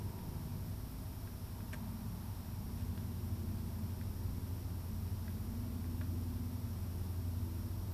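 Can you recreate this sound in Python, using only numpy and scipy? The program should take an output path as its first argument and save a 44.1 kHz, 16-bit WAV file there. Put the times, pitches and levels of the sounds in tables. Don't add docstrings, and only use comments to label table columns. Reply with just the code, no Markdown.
import sys
import numpy as np
from scipy import signal
from scipy.fft import rfft, irfft
from scipy.io import wavfile

SR = 44100
rng = np.random.default_rng(int(sys.argv[2]) if len(sys.argv) > 2 else 0)


def log_audio(samples):
    frames = np.atleast_2d(samples).T
    limited = np.clip(frames, -1, 1)
    pcm = np.round(limited * 32767).astype(np.int16)
    wavfile.write(sys.argv[1], SR, pcm)


N = 349713
TIME = np.arange(N) / SR
HZ = np.maximum(np.arange(N // 2 + 1) * SR / N, 1)


def from_db(db):
    return 10 ** (np.asarray(db) / 20)


def rms_one(x):
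    return x / np.sqrt(np.mean(x ** 2) + 1e-20)


def curve(rows):
    return np.interp(TIME, *np.transpose(rows))


def drift(rate):
    return rms_one(irfft(rfft(rng.standard_normal(N)) / (1 + (HZ / rate) ** 2) ** 2, N))


def swell(start, length, rise_s=0.1, fall_s=0.32):
    rising = 1 + (TIME - start) / rise_s
    falling = 1 + (start + length - TIME) / fall_s
    return np.clip(np.minimum(rising, falling), 0, 1)


def noise(colour, peaks=()):
    hz, level_db = np.transpose(colour)
    colour_db = np.interp(np.log(HZ), np.log(hz), level_db)
    for centre, width, peak_db in peaks:
        colour_db += peak_db / (1 + (2 * (HZ - centre) / width) ** 2)
    edge_fade = np.minimum(HZ / hz[0], 1) * np.minimum(hz[-1] / HZ, 1) ** 2
    return rms_one(irfft(rfft(rng.standard_normal(N)) * from_db(colour_db) * edge_fade, N))


def tone(hz, level_db, waver_db, waver_rate=0.87):
    cycles = np.cumsum(hz * np.ones(N)) / SR + rng.random()
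    return np.sqrt(2) * np.sin(2 * np.pi * cycles) * from_db(level_db + waver_db * drift(waver_rate))


# (frequency [Hz], relative level [dB])
HISS_COLOUR = [(500, -14.5), (2500, -6), (3300, -6), (4600, -5), (5200, -2.5), (5650, -1), (6000, -9),
               (7500, -9), (9500, -6.5), (12000, -1.5), (14200, 0)]
# (frequency [Hz], width [Hz], boost [dB])
HISS_PEAKS = [(3750, 80, 1.5), (5600, 200, 1.5)]
def microphone_hiss():
    return from_db(-58) * noise(HISS_COLOUR, HISS_PEAKS)


# (frequency [Hz], relative level [dB])
DEEP_COLOUR = [(12, -47), (22, -0.5), (38, -2), (62, 1.5), (90, -9.5)]
HIGHER_COLOUR = [(50, -7), (75, -5.5), (105, 6), (130, -3), (215, 1.5), (255, -8.5), (290, -19.5),
                 (450, -36)]
# (time [s], relative level [dB])
HIGHER_LEVEL = [(0.1, -50.5), (0.96, -54), (1.59, -58), (1.67, -50), (2.3, -50.5), (5.06, -51), (7.85, -54)]
def building_rumble(lull_s=1.87, lull_half_s=0.41, lull_db=11):
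    dip_db = lull_db * np.exp(-((TIME - lull_s) / lull_half_s) ** 2)
    deep = from_db(-52 + 0.5 * drift(1.7) - dip_db) * noise(DEEP_COLOUR)
    higher = from_db(curve(HIGHER_LEVEL) + 1.75) * noise(HIGHER_COLOUR)
    return deep + higher


# (frequency [Hz], relative level [dB])
DRAUGHT_COLOUR = [(220, -0.5), (290, -0.5), (350, 0.5), (420, -4.5), (520, -9), (700, -15.5)]
RUSH_COLOUR = [(400, -4), (560, -11), (720, -5.5), (800, -2.5), (930, -1.5), (1150, -5), (1500, -10),
               (2100, -16), (4000, -31)]
HOLLOW_COLOUR = [(700, -27), (860, -4), (950, 1), (1060, -11), (1250, -21)]
# (time [s], relative level [dB])
DRAUGHT_LEVEL = [(0.1, -58), (0.74, -62), (2.49, -63.5), (2.71, -61), (7.85, -61)]
RUSH_LEVEL = [(0.1, -64), (1.46, -64.5), (1.76, -63), (2.99, -64.5), (6.83, -64), (7.33, -64.5),
              (7.85, -63.5)]
HOLLOW_LEVEL = [(0.4, -64), (0.8, -75), (1.55, -72), (1.75, -63.5), (2.2, -69), (2.6, -72), (6.9, -78),
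                (7.6, -75)]
# (frequency [Hz], width [Hz], boost [dB])
RUSH_PEAKS = [(631, 74, 10.5), (1610, 48, 0.5), (1810, 49, -1)]
def moving_air():
    draught = from_db(curve(DRAUGHT_LEVEL) + 3.0) * noise(DRAUGHT_COLOUR)
    rush = from_db(curve(RUSH_LEVEL) + 2.5) * noise(RUSH_COLOUR, RUSH_PEAKS)
    hollow = from_db(curve(HOLLOW_LEVEL)) * noise(HOLLOW_COLOUR)
    return draught + rush + hollow


# (pitch [Hz], level [dB])
STEADY_HUMS = [(98.3, -54), (100.1, -56.5), (104, -57), (120, -61.5), (173, -63.5), (194.5, -65.5)]
# (pitch [Hz], start [s], length [s], level [dB])
PASSING_HUMS = [(163.5, 0.33, 0.28, -54), (357, 3.15, .35, -66), (360, 4.0, 0.56, -67),
                (360, 6.65, .55, -68)]
# (time [s], level [dB])
FADING_HUM_LEVEL = [(0.6, -55), (1.5, -64.5), (3.5, -57.5), (4.5, -71)]
def house_hums():
    steady = sum(tone(hz, db, waver_db=1.5) for hz, db in STEADY_HUMS)
    passing = sum(tone(hz, db, waver_db=1.0) * swell(start, length)
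                  for hz, start, length, db in PASSING_HUMS)
    fading = tone(hz=140.6, level_db=curve(FADING_HUM_LEVEL), waver_db=3.0, waver_rate=3.0)
    return steady + passing + fading


# (multiple of the turning speed, level [dB])
SLOW_FAN_TONES = [(1, -71), (3, -53), (4, -57.5), (9, -64.5)]
def slow_fan(turns_per_s=18.08):
    return sum(tone(multiple * turns_per_s, db, waver_db=0.5) for multiple, db in SLOW_FAN_TONES)


# (time [s], speed [turns per s])
FAN_SPEED = [(0, 21.88), (1.5, 21.78), (2.8, 21.58), (4, 21.66), (5.5, 21.74), (6.5, 21.78), (7.93, 21.82)]
# (time [s], level [dB])
FAN_HUM_LEVEL = [(0.1, -51), (2.54, -49.5), (2.84, -44), (5.65, -45), (5.88, -42), (7.85, -42.5)]
# (multiple of the turning speed, level added to the hum's [dB])
FAN_HUM_TONES = [(4, -0.37), (5, -8.5)]
# (multiple of the turning speed, resting level [dB])
DRONE_TONES = [(10, -67), (11, -63), (12, -68), (15, -77.5)]
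# (multiple of the turning speed, start [s], length [s], level [dB])
DRONE_SWELLS = [(10, 1.86, .08, -54), (10, 3.35, .55, -56.5), (10, 4.9, 0.81, -53), (10, 6.6, 0.2, -54.5),
                (11, 0.35, 0.18, -55), (11, 1.29, 0.079, -57.5), (11, 1.73, 0.16, -53.5),
                (11, 2.75, 1.12, -54.5), (11, 5.52, 1.184, -50.5), (11, 7.24, 0.25, -52.5),
                (12, 0.85, 0.22, -59.5), (12, 4.2, 0.47, -57.5), (12, 5.62, 0.78, -55.5),
                (12, 7.2, .1, -58.5), (15, 3.33, 0.34, -64), (15, 5.85, .4, -60), (15, 7.45, 0.33, -59)]
def large_fan(flutter_depth=0.11, flutter_hz=16):
    speed, hum_db = curve(FAN_SPEED), curve(FAN_HUM_LEVEL)
    sound = sum(tone(multiple * speed, hum_db + db, waver_db=1.0) for multiple, db in FAN_HUM_TONES)
    for multiple, rest_db in DRONE_TONES:
        rise_db = sum((db - rest_db) * swell(start, length)
                      for which, start, length, db in DRONE_SWELLS if which == multiple)
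        drone = tone(multiple * speed, rest_db + rise_db, waver_db=0.73)
        flutter = rms_one(1 + flutter_depth * drift(flutter_hz))
        sound += drone * flutter
    return sound


def ring(clicks, hz, fade_s):
    decay = from_db(-60 / (fade_s * SR))
    angle = 2 * np.pi * hz / SR
    return signal.lfilter([.5, 0, -.5], [1, -2 * decay * np.cos(angle), decay ** 2], clicks + 1e-18)


# (pitch [Hz], relative level [dB], time to fade by 60 dB [s])
FLOOR_TONES = [(620, -12.5, 0.08), (920, -23, 0.06), (1280, -20, 0.011), (1610, -11, 0.033),
               (1810, -13.5, 0.026), (2160, -15, 0.0082), (2410, -12, 0.015), (2730, -19, 0.01),
               (3350, -13, 0.016), (4020, -12, 0.004)]
def floor_ring(touches, cutoff_hz=3300):
    times, touch_db, touch_hz = np.transpose(touches)
    samples = np.round(times * SR).astype(int)
    scatter_db = rng.normal(0, 1.5, (len(times), len(FLOOR_TONES)))
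    sound = np.zeros(N)
    for k, (hz, tone_db, fade_s) in enumerate(FLOOR_TONES):
        mismatch_db = np.log2(hz / touch_hz) ** 2
        clicks = np.zeros(N)
        clicks[samples] = from_db(touch_db + tone_db - mismatch_db + scatter_db[:, k])
        sound += ring(clicks, hz, fade_s)
    return signal.sosfilt(signal.butter(2, cutoff_hz, fs=SR, output="sos"), sound)


def knocks(touches, cycles=3.1):
    sound = np.zeros(N)
    for start, db, hz in touches:
        t = TIME[:int(cycles / hz * SR)]
        first = int(start * SR)
        sound[first:first + len(t)] += from_db(db) * np.hanning(len(t)) * np.sin(2 * np.pi * hz * t)
    return sound


def echoes(sound, fade_s=0.13):
    t = TIME[:SR // 4]
    blur = rng.standard_normal(len(t)) * from_db(-60 * t / fade_s) * (t > .002)
    return signal.fftconvolve(sound, blur / np.sqrt(np.sum(blur ** 2)))[:N]


# (start [s], length [s], relative level [dB], pitch [Hz])
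SKIDS = [(1.7325, .012, -46, 2400), (2.776, 0.05, -58, 3000)]
# (level added to the skid's [dB], typical pitch [Hz])
GRIT = [(-5, 2800), (-1, 8800)]
def claw_skids(catches_per_s=200, jitter_s=0.0005, knock_db=-9.5):
    sound = np.zeros(N)
    for start, length, db, hz in SKIDS:
        count = round(length * catches_per_s) + 1
        times = start + np.arange(count) / catches_per_s + rng.normal(0, jitter_s, count)
        catches = [(time, db, hz) for time in times]
        specks = []
        for grit_db, grit_hz in GRIT:
            for time in np.tile(times, 4):
                speck_time = time + rng.uniform(-.7, .7) / catches_per_s
                speck_hz = grit_hz * 2 ** rng.uniform(-.4, .4)
                specks.append((speck_time, db + grit_db, speck_hz))
        sound += floor_ring(catches) + from_db(knock_db) * knocks(catches) + knocks(specks)
    return sound


# (time [s], level [dB], pitch [Hz])
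# rows a few milliseconds apart merge into one tap or scrape
BEETLE_KNOCKS = [(0.1885, -52, 2110), (1.2745, -48.5, 1600), (1.2776, -54, 1650), (1.606, -49, 1600),
                 (1.7298, -42.5, 2500), (1.7343, -41.5, 1900), (1.7360, -43, 1800), (1.7393, -43.5, 1810),
                 (1.7448, -47, 1750), (2.9768, -44.5, 1550), (2.9774, -49, 2400), (2.9783, -52, 3700),
                 (4.0128, -46.5, 2000), (5.2795, -47, 1650), (5.2826, -49.5, 1900), (5.3029, -52, 3000),
                 (5.8431, -52, 2000), (6.0130, -40.5, 1580), (6.0165, -47.5, 1550), (7.0156, -54, 1600)]
def beetle(step_count=40, echo_db=-8):
    steps = rng.uniform([0, -59, 1400], [TIME[-1], -52, 3000], size=(step_count, 3))
    taps = knocks(BEETLE_KNOCKS) + floor_ring(BEETLE_KNOCKS)
    direct = taps + claw_skids() + floor_ring(steps)
    return direct + from_db(echo_db) * echoes(direct)


def scene():
    background = large_fan() + slow_fan() + house_hums() + building_rumble() + moving_air()
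    return (background + beetle())[None, :]


def record(dry, cutoff_hz=14330):
    heard = dry + microphone_hiss()
    low_pass = 1 / np.sqrt(1 + (HZ / cutoff_hz) ** 600)
    return irfft(rfft(heard) * low_pass, N)


dry = scene()
out = record(dry)
log_audio(out)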